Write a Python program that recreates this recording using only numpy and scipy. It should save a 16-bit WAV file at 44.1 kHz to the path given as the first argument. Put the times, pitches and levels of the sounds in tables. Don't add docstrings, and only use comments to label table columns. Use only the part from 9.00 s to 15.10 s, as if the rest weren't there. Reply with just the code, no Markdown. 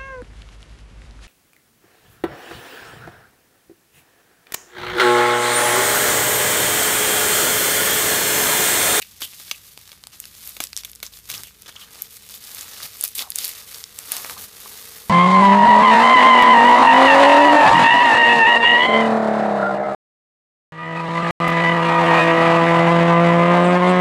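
import sys
import numpy as np
from scipy import signal
from scipy.fft import rfft, irfft
from scipy.io import wavfile
from scipy.ndimage import uniform_filter1d

SR = 44100
rng = np.random.default_rng(int(sys.argv[2]) if len(sys.argv) > 2 else 0)


def unload_audio(sound):
    columns = np.transpose(np.atleast_2d(sound))
    steps = np.round(np.clip(columns, -1, 1) * 32767)
    wavfile.write(sys.argv[1], SR, steps.astype(np.int16))


N = 268872

# (frequency [Hz], relative gain [dB])
FILM_COLOUR = [(100, -14), (250, -2.5), (450, -1.5), (750, -2), (1150, 0.5), (2000, -0.5), (2700, -1),
               (3700, 2.5), (5500, 1.5), (7500, 2), (9500, 4.5), (12500, 8), (15000, 4.5)]
LOW_EDGE_HZ, HIGH_EDGE_HZ = 2000, 7000
CUTOFF_HZ = 15500


def amp(db):
    return 10 ** (np.asarray(db) / 20)


def unit(x):
    return x / np.sqrt(np.mean(x ** 2) + 1e-20)


def one_ms(x):
    return x * np.sqrt(SR / 1000 / (np.sum(x ** 2) + 1e-20))


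def read(points, hz):
    f, value = np.transpose(points)
    return np.interp(np.log(hz + 1), np.log(f), value)


def curves(rows):
    s, *columns = np.transpose(rows)
    return [np.interp(np.arange(N) / SR, s, c) for c in columns]


def add(mix, s, sound):
    part = mix[max(round(s * SR), 0):][:len(sound)]
    part += sound[:len(part)]


def colour(x, points):
    gain = amp(read(points, np.fft.rfftfreq(len(x), 1 / SR)))
    return irfft(rfft(x) * gain, len(x))


def ring(x, hz, q):
    hz = min(hz, SR * .45)
    b, a = signal.iirpeak(hz, max(q, 3 * hz / SR), fs=SR)
    return signal.lfilter(b, a, x)


def resonate(x, hz, width):
    turn = np.exp(2j * np.pi * np.cumsum(hz) / SR)
    r = np.exp(-np.pi * width / SR)
    return 2 * (turn * signal.lfilter([1 - r], [1, -r], x / turn)).real


def bands(x):
    hz = np.fft.rfftfreq(len(x), 1 / SR)
    below_low, below_high = [1 / (1 + (hz / edge) ** 8) for edge in (LOW_EDGE_HZ, HIGH_EDGE_HZ)]
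    shares = (below_low, below_high - below_low, 1 - below_high)
    return [irfft(rfft(x) * share, len(x)) for share in shares]


def grains(per_s, spread_db, q, count=40):
    size = amp(spread_db * np.minimum(rng.exponential(1, N), 3.5)) * rng.choice([-1, 1], N)
    size *= rng.random(N) < per_s / SR
    patch = rng.integers(0, count, N)
    patch_hz = np.linspace(1000, 14500, count)
    rings = sum(ring(size * (patch == k), hz, q) / np.sqrt(hz) for k, hz in enumerate(patch_hz))
    return unit(unit(rings) + 1.47 * unit(size))


def film(buckles, haze):
    x = colour(buckles + haze * rng.standard_normal(N), FILM_COLOUR)
    return x / np.sqrt(abs(uniform_filter1d(x ** 2, size=1500)) + 1e-9)


def stroke(t, length):
    onset = np.minimum(t / 0.00092, 1)
    release = np.exp(-np.maximum(t - length, 0) / 0.0036)
    return onset * release * amp(3.2 * (.5 - t / length))


def swell(start, length):
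    phase = np.clip((np.arange(N) / SR - start) / length, 0, 1)
    return abs(np.sin(np.pi * phase)) ** 0.43


def background():
    # (frequency [Hz], relative gain [dB])
    floor = [(20, -15), (40, 6), (60, 2), (100, 2), (150, -20), (300, -4.5), (700, -9.5), (2000, -5),
             (15000, -17)]
    # (start [s], length [s], peak level before the bedding's trim [dB])
    presses = [(2.285, 0.18, -54), (3.835, 0.032, -51.5), (5.3, 0.16, -58)]
    bedding_colour = [(40, -22), (85, 5.0), (120, -0.5), (200, -3.0), (300, -14.0), (700, -28)]
    air, waver, stir = rng.standard_normal((3, N))
    hum_db = -69 + 10 * np.exp(-((np.arange(N) / SR - 1.95) / 0.7) ** 2)
    hum_hz = 57 + 2.66 * unit(uniform_filter1d(waver, size=4000))
    hum = unit(np.sin(2 * np.pi * np.cumsum(hum_hz) / SR)) * amp(hum_db)
    press = amp(-58) + sum(amp(db) * swell(start, length) for start, length, db in presses)
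    bedding = unit(colour(stir, bedding_colour)) * press * amp(-2.5)
    return amp(-61.0) * unit(colour(air, floor)) + hum + bedding


def drone():
    # (time [s], level [dB])
    drone_level = [(0, -80), (2.3, -70.5), (3.0, -64.5), (4.5, -66), (6.1, -56)]
    # (frequency [Hz], width of each resonance [Hz], relative level [dB])
    drone_tones = [(212.7, 24, -4), (443, 84, 2.6)]
    total = np.zeros(N)
    for hz, width, db in drone_tones:
        once = ring(rng.standard_normal(N), hz, hz / width)
        total += amp(db) * unit(ring(once, hz, hz / width))
    return unit(total) * amp(curves(drone_level)[0])


def handling():
    # (time [s], mid gain between moves [dB], low gain relative to mid [dB])
    looseness = [(0, -51.5, -17), (1.05, -61, -12), (1.6, -54, -12.5), (2.0, -60.5, -16),
                 (2.6, -56.5, -11.5), (2.9, -58, -3.5), (3.15, -52, -15.5), (3.7, -48, -7.5),
                 (4.15, -50.5, -16.5), (4.8, -52, -9), (5.25, -51, -5.5), (5.5, -48.5, -8),
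                 (6.1, -55.5, -6.5)]
    # (start [s], length [s], peak mid gain [dB], high gain relative to mid [dB])
    hand_moves = [(0.247, 0.35, -47, 2), (0.603, .15, -52.5, 5), (0.75, 0.24, -54.5, 0.5),
                  (1.116, 0.049, -46.5, -3.5), (1.135, 0.23, -52, 1.5), (1.333, 0.27, -49.5, 5),
                  (1.428, 0.08, -50, 7), (1.85, 0.07, -52, 1), (2.118, 0.088, -48.5, 4),
                  (2.235, 0.27, -48, 3), (2.67, 0.23, -57, -3), (2.896, 0.19, -48, 1.5),
                  (3.101, .08, -52.5, 9), (3.288, 0.096, -45.5, 3.5), (3.403, 0.17, -44.5, 3),
                  (3.548, .11, -40, 2), (3.633, 0.28, -43.5, 0.5), (3.92, 0.17, -46, 3),
                  (4.344, 0.19, -37, 2), (4.466, 0.19, -43.5, 1), (4.65, .19, -43.5, 3),
                  (4.939, 0.13, -49.5, 5.5), (5.038, 0.32, -40, 3.5), (5.369, 0.097, -43, 5),
                  (5.513, 0.55, -46, 4), (5.903, 0.45, -50, 4.5)]
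    rest_db, body_db = curves(looseness)
    mid_power, high_power = amp(rest_db) ** 2, amp(rest_db + 1.0) ** 2
    for start, length, db, bright_db in hand_moves:
        power = (amp(db) * swell(start, length)) ** 2
        mid_power = mid_power + power
        high_power = high_power + power * amp(bright_db) ** 2
    mid = np.sqrt(mid_power)
    return mid * amp(body_db), mid, np.sqrt(high_power)


def crinkle(gains):
    clumps = unit(uniform_filter1d(uniform_filter1d(rng.standard_normal(N), size=350), size=150))
    buckles = grains(per_s=1500, spread_db=0.5, q=2.2)
    texture = film(buckles, haze=.38) * amp(1.4 * clumps)
    trims_db = (-.5, -.6, -.6)
    parts = zip(bands(texture), gains, trims_db)
    return sum(unit(band) * gain * amp(trim) for band, gain, trim in parts)


def ticks(gain):
    size = amp(-51) * (gain / amp(-45)) ** .65
    return grains(per_s=110, spread_db=3.2, q=2.2) * size


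def room(x):
    # (frequency [Hz], time to fall 60 dB [s])
    decay = [(200, 0.2), (1000, 0.15), (3500, 0.14), (8000, 0.17), (15000, 0.2)]
    hz, t, z = signal.stft(rng.standard_normal(SR // 2), SR, nperseg=256)
    fade = amp(-60 * t / read(decay, hz)[:, None])
    tail = signal.istft(z * fade, SR, nperseg=256)[1]
    tail *= np.minimum(np.arange(len(tail)) / SR / 0.0015, 1)
    return signal.fftconvolve(x, tail / np.linalg.norm(tail))[:N]


def squeaks():
    # (time [s], length [s], level before the envelope [dB], first pitch [Hz], last pitch [Hz])
    glides = [(0.017, 0.0093, -34, 2720, 2570), (0.222, 0.034, -35, 3180, 3200),
              (0.528, 0.025, -46, 2760, 2530), (2.338, 0.015, -34, 2560, 3660),
              (2.441, 0.048, -49.5, 3320, 2520), (2.66, 0.075, -54, 3300, 3280),
              (2.759, 0.0091, -39, 3100, 3100), (2.763, .074, -56, 1250, 1230),
              (2.812, 0.023, -44.5, 3160, 2970), (4.185, 0.032, -34.5, 3470, 3180),
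              (4.219, .035, -45, 1290, 885), (4.261, 0.019, -44, 1080, 760), (5.131, 0.069, -47, 610, 990),
              (5.299, 0.027, -43.5, 1080, 890), (5.361, 0.013, -41, 990, 1000),
              (5.655, 0.011, -45, 1220, 1040)]
    out = np.zeros(N)
    for s, length, db, first_hz, last_hz in glides:
        t = np.arange(int((length + 0.032) * SR)) / SR
        hz = np.interp(t, [0, length], [first_hz, last_hz])
        base_width = 120 + first_hz / 12
        catches = rng.standard_normal(len(t)) * (0.06 + (rng.random(len(t)) < 700 / SR))
        tone = resonate(resonate(catches, hz, base_width * 1.9), hz, base_width * 2.0)
        add(out, s, amp(db) * unit(tone) * stroke(t, length))
    return out


def rasps():
    # (time [s], length [s], mid level before envelope and trim [dB],
    # low level relative to mid [dB], high level relative to mid [dB])
    slips = [(0.018, 0.0067, -32.5, -17.5, -1.5), (0.205, 0.0095, -40, -9, 5), (0.216, 0.037, -35, -14, 3),
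             (1.602, 0.051, -38.5, -13.5, 1), (1.772, 0.039, -40.5, -22, -3), (2.027, 0.049, -42.5, -13, 0),
             (2.289, 0.039, -38, -8.5, 1), (2.335, 0.026, -35.5, -13, 0), (2.365, 0.043, -46.5, -2.5, 3),
             (2.659, 0.011, -43.5, -5, -10), (2.679, 0.018, -40.5, -5, -4.5),
             (2.755, 0.01, -44.5, -5.5, -10), (2.795, 0.055, -47, -14.5, -1), (3.824, 0.041, -40, -7, 4.5),
             (4.034, 0.026, -34, -13, 4), (4.15, 0.03, -38.5, -18, 9.5), (4.18, 0.025, -31.5, -13.5, 2),
             (4.206, .022, -31.5, -9, -0.5), (4.38, 0.089, -37, -21.5, 0), (5.112, 0.068, -36, -10.5, -2),
             (5.297, 0.04, -43, -4.5, 4.5)]
    out = np.zeros(N)
    catches = film(grains(per_s=1700, spread_db=4, q=5.2), haze=0.93)
    for s, length, slip_db, body_db, bright_db in slips:
        levels_db = slip_db + body_db, slip_db, slip_db + bright_db
        t = np.arange(int((length + 0.0058) * SR)) / SR
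        slip = np.take(catches, round(s * SR) + np.arange(len(t)), mode="wrap")
        balanced = sum(amp(db) * unit(b) for b, db in zip(bands(slip), levels_db))
        add(out, s, stroke(t, length) * balanced)
    return out * amp(-0.5)


def knocks():
    # (time [s], mid level over one millisecond before trim [dB],
    # low level relative to mid [dB], high level relative to mid [dB])
    blows = [(0.219, -29, 4, 4), (0.399, -35.5, -3, 4), (0.4815, -36, -7, -8), (0.5125, -10.5, -15, -10),
             (0.9175, -30, -12, -6), (0.929, -37, -3.5, 0), (1.567, -27.5, -6.5, 2), (1.6033, -16, -2.5, 1),
             (1.848, -22, -22, 2), (2.029, -20.5, -7, 1), (2.3005, -20.5, -12, 3.5), (2.692, -35, -3, -1),
             (4.988, -37.5, 4.5, 0), (5.119, -20, -8, 6), (5.379, -30.5, -16, -11), (5.659, -48.5, 11, -1)]
    # (frequency [Hz], relative level [dB], time to fall 60 dB [s])
    object_modes = [(396, -16.5, 0.027), (615, -7.5, 0.015), (912, -6.5, 0.0093), (1250, -16, 0.019),
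                    (1610, -0.5, 0.011), (2270, 3, .019), (2795, -2.5, 0.027), (3410, 11, 0.0077),
                    (3860, 9.5, 0.0072), (4520, 4.5, 0.0089), (6220, 11.5, 0.0046)]
    out, t = np.zeros(N), np.arange(4096) / SR
    for s, blow_db, thud_db, bright_db in blows:
        levels_db = blow_db + thud_db, blow_db, blow_db + bright_db
        crunch = colour(rng.standard_normal(len(t)), FILM_COLOUR) * np.exp(-t / 0.0041)
        modes = np.zeros(len(t))
        for hz, db, t60 in object_modes:
            detuned_hz = hz * rng.normal(1, 0.0066)
            sine = np.sin(2 * np.pi * detuned_hz * t) * rng.choice([-1, 1])
            modes += amp(db - 60 * t / t60) * sine
        blow = (unit(modes) + 1.4 * unit(crunch)) * np.minimum(t / 0.00042, 1)
        parts = bands(np.pad(blow, 64))
        add(out, s - 64 / SR, sum(amp(db) * one_ms(b) for b, db in zip(parts, levels_db)))
    return out * amp(-2.0)


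def snaps():
    # (time [s], level over one millisecond before trim [dB], ring [Hz], least quality factor [1])
    creases = [(0.2201, -23, 3400, 0.28), (0.776, -26.5, 2330, 0.22), (0.814, -35, 8100, .6),
               (0.8766, -36, 4400, 0.87), (0.893, -34, 4000, 1.4), (1.0383, -27, 3650, 1.1),
               (1.0705, -25, 4840, 0.38), (1.2015, -18.5, 12200, 2.2), (1.2405, -29.5, 3130, 3.3),
               (1.255, -26.5, 4640, 0.46), (1.475, -21.5, 12900, 4.4), (1.493, -23, 13400, 5),
               (1.639, -13.5, 7900, 1), (1.6708, -25.5, 5550, .9), (1.731, -21.5, 4070, 1.5),
               (1.7657, -14, 6040, 1.3), (1.7752, -15.5, 6900, 1.9), (1.7871, -30, 6100, 2.2),
               (1.8354, -27, 3860, 0.83), (1.8533, -28, 3380, 1.3), (1.8971, -32, 7700, 0.44),
               (1.9163, -28.5, 11200, 6), (1.9326, -33, 4730, 2), (1.9519, -30, 11900, 1.6),
               (1.9583, -29, 8800, 1.8), (2.0025, -33, 4000, .8), (2.065, -23.5, 5700, 7.2),
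               (2.137, -32, 3850, 3.5), (2.3157, -20.5, 4930, 1), (2.379, -23.5, 5450, 7),
               (2.4349, -22, 9100, .5), (2.621, -29, 10600, 1.7), (3.0209, -12.5, 12400, 6.2),
               (3.1687, -29, 10000, 0.95), (3.29, -29, 9600, 1.1), (3.351, -27, 14000, 1.6),
               (3.5481, -21.5, 10800, 2.9), (3.6102, -22.5, 6900, 4), (3.803, -28, 1250, 3),
               (3.831, -21.5, 4530, 5), (4.0111, -11.5, 10600, 6), (4.0263, -20, 7450, 2.2),
               (4.039, -3, 12300, 3.3), (4.0505, -15.5, 14000, .7), (4.0788, -19, 12400, 2.8),
               (4.0877, -24, 9800, 2.6), (4.1534, -17, 11300, 3.5), (4.1928, -13.5, 3740, 2.3),
               (4.3036, -14, 11800, 2.5), (4.32, -22, 4370, 1.8), (4.3584, -9, 10300, 1.8),
               (4.3866, -10.5, 6800, 1.3), (4.4441, -15, 5040, 7), (4.4479, -12, 11700, 3.2),
               (4.4545, -16, 10000, 1.5), (4.4794, -18, 11400, 5.5), (4.4916, -19, 12400, 2.7),
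               (4.745, -24, 4900, 5.2), (4.8402, -19.5, 5240, 2.72), (4.9885, -17.5, 8600, 1.3),
               (5.1194, -8.5, 11300, 4.9), (5.1392, -28, 3370, 1), (5.167, -15.5, 11400, .7),
               (5.247, -21, 1390, 1.9), (5.2568, -28, 645, 1.5), (5.2972, -21, 1650, 2.2)]
    out, t = np.zeros(N), np.arange(512) / SR
    low_pass = signal.butter(2, CUTOFF_HZ, fs=SR)
    for s, db, hz, q in creases:
        shiver = rng.standard_normal(len(t)) * np.exp(-t / 0.00091)
        push = (t == 0) + 0.76 * shiver / np.linalg.norm(shiver)
        reflection_delay = rng.uniform(.00015, .0005)
        push[round(reflection_delay * SR)] += .4 * rng.choice([-1, 1])
        flip = ring(push, hz, q)
        flip = flip - 2 * ring(flip, hz * 0.64, 1.0)
        add(out, s, amp(db) * one_ms(signal.lfilter(*low_pass, flip)))
    return out * amp(-2.6)


def scene():
    low, mid, high = handling()
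    hits = snaps() + knocks() + ticks(high)
    rustle = crinkle((low, mid, high)) + rasps() + squeaks()
    echo = room(amp(-14.5) * hits + amp(-8.5) * rustle)
    return (hits + rustle + echo + background() + drone())[None]


def record(dry):
    rounded = dry / (1 + (dry / .92) ** 6) ** (1 / 6)
    low_pass = signal.firwin(401, CUTOFF_HZ, window=("kaiser", 8), fs=SR)
    return signal.oaconvolve(rounded, low_pass[None], "same")


dry = scene()
out = record(dry)
unload_audio(out)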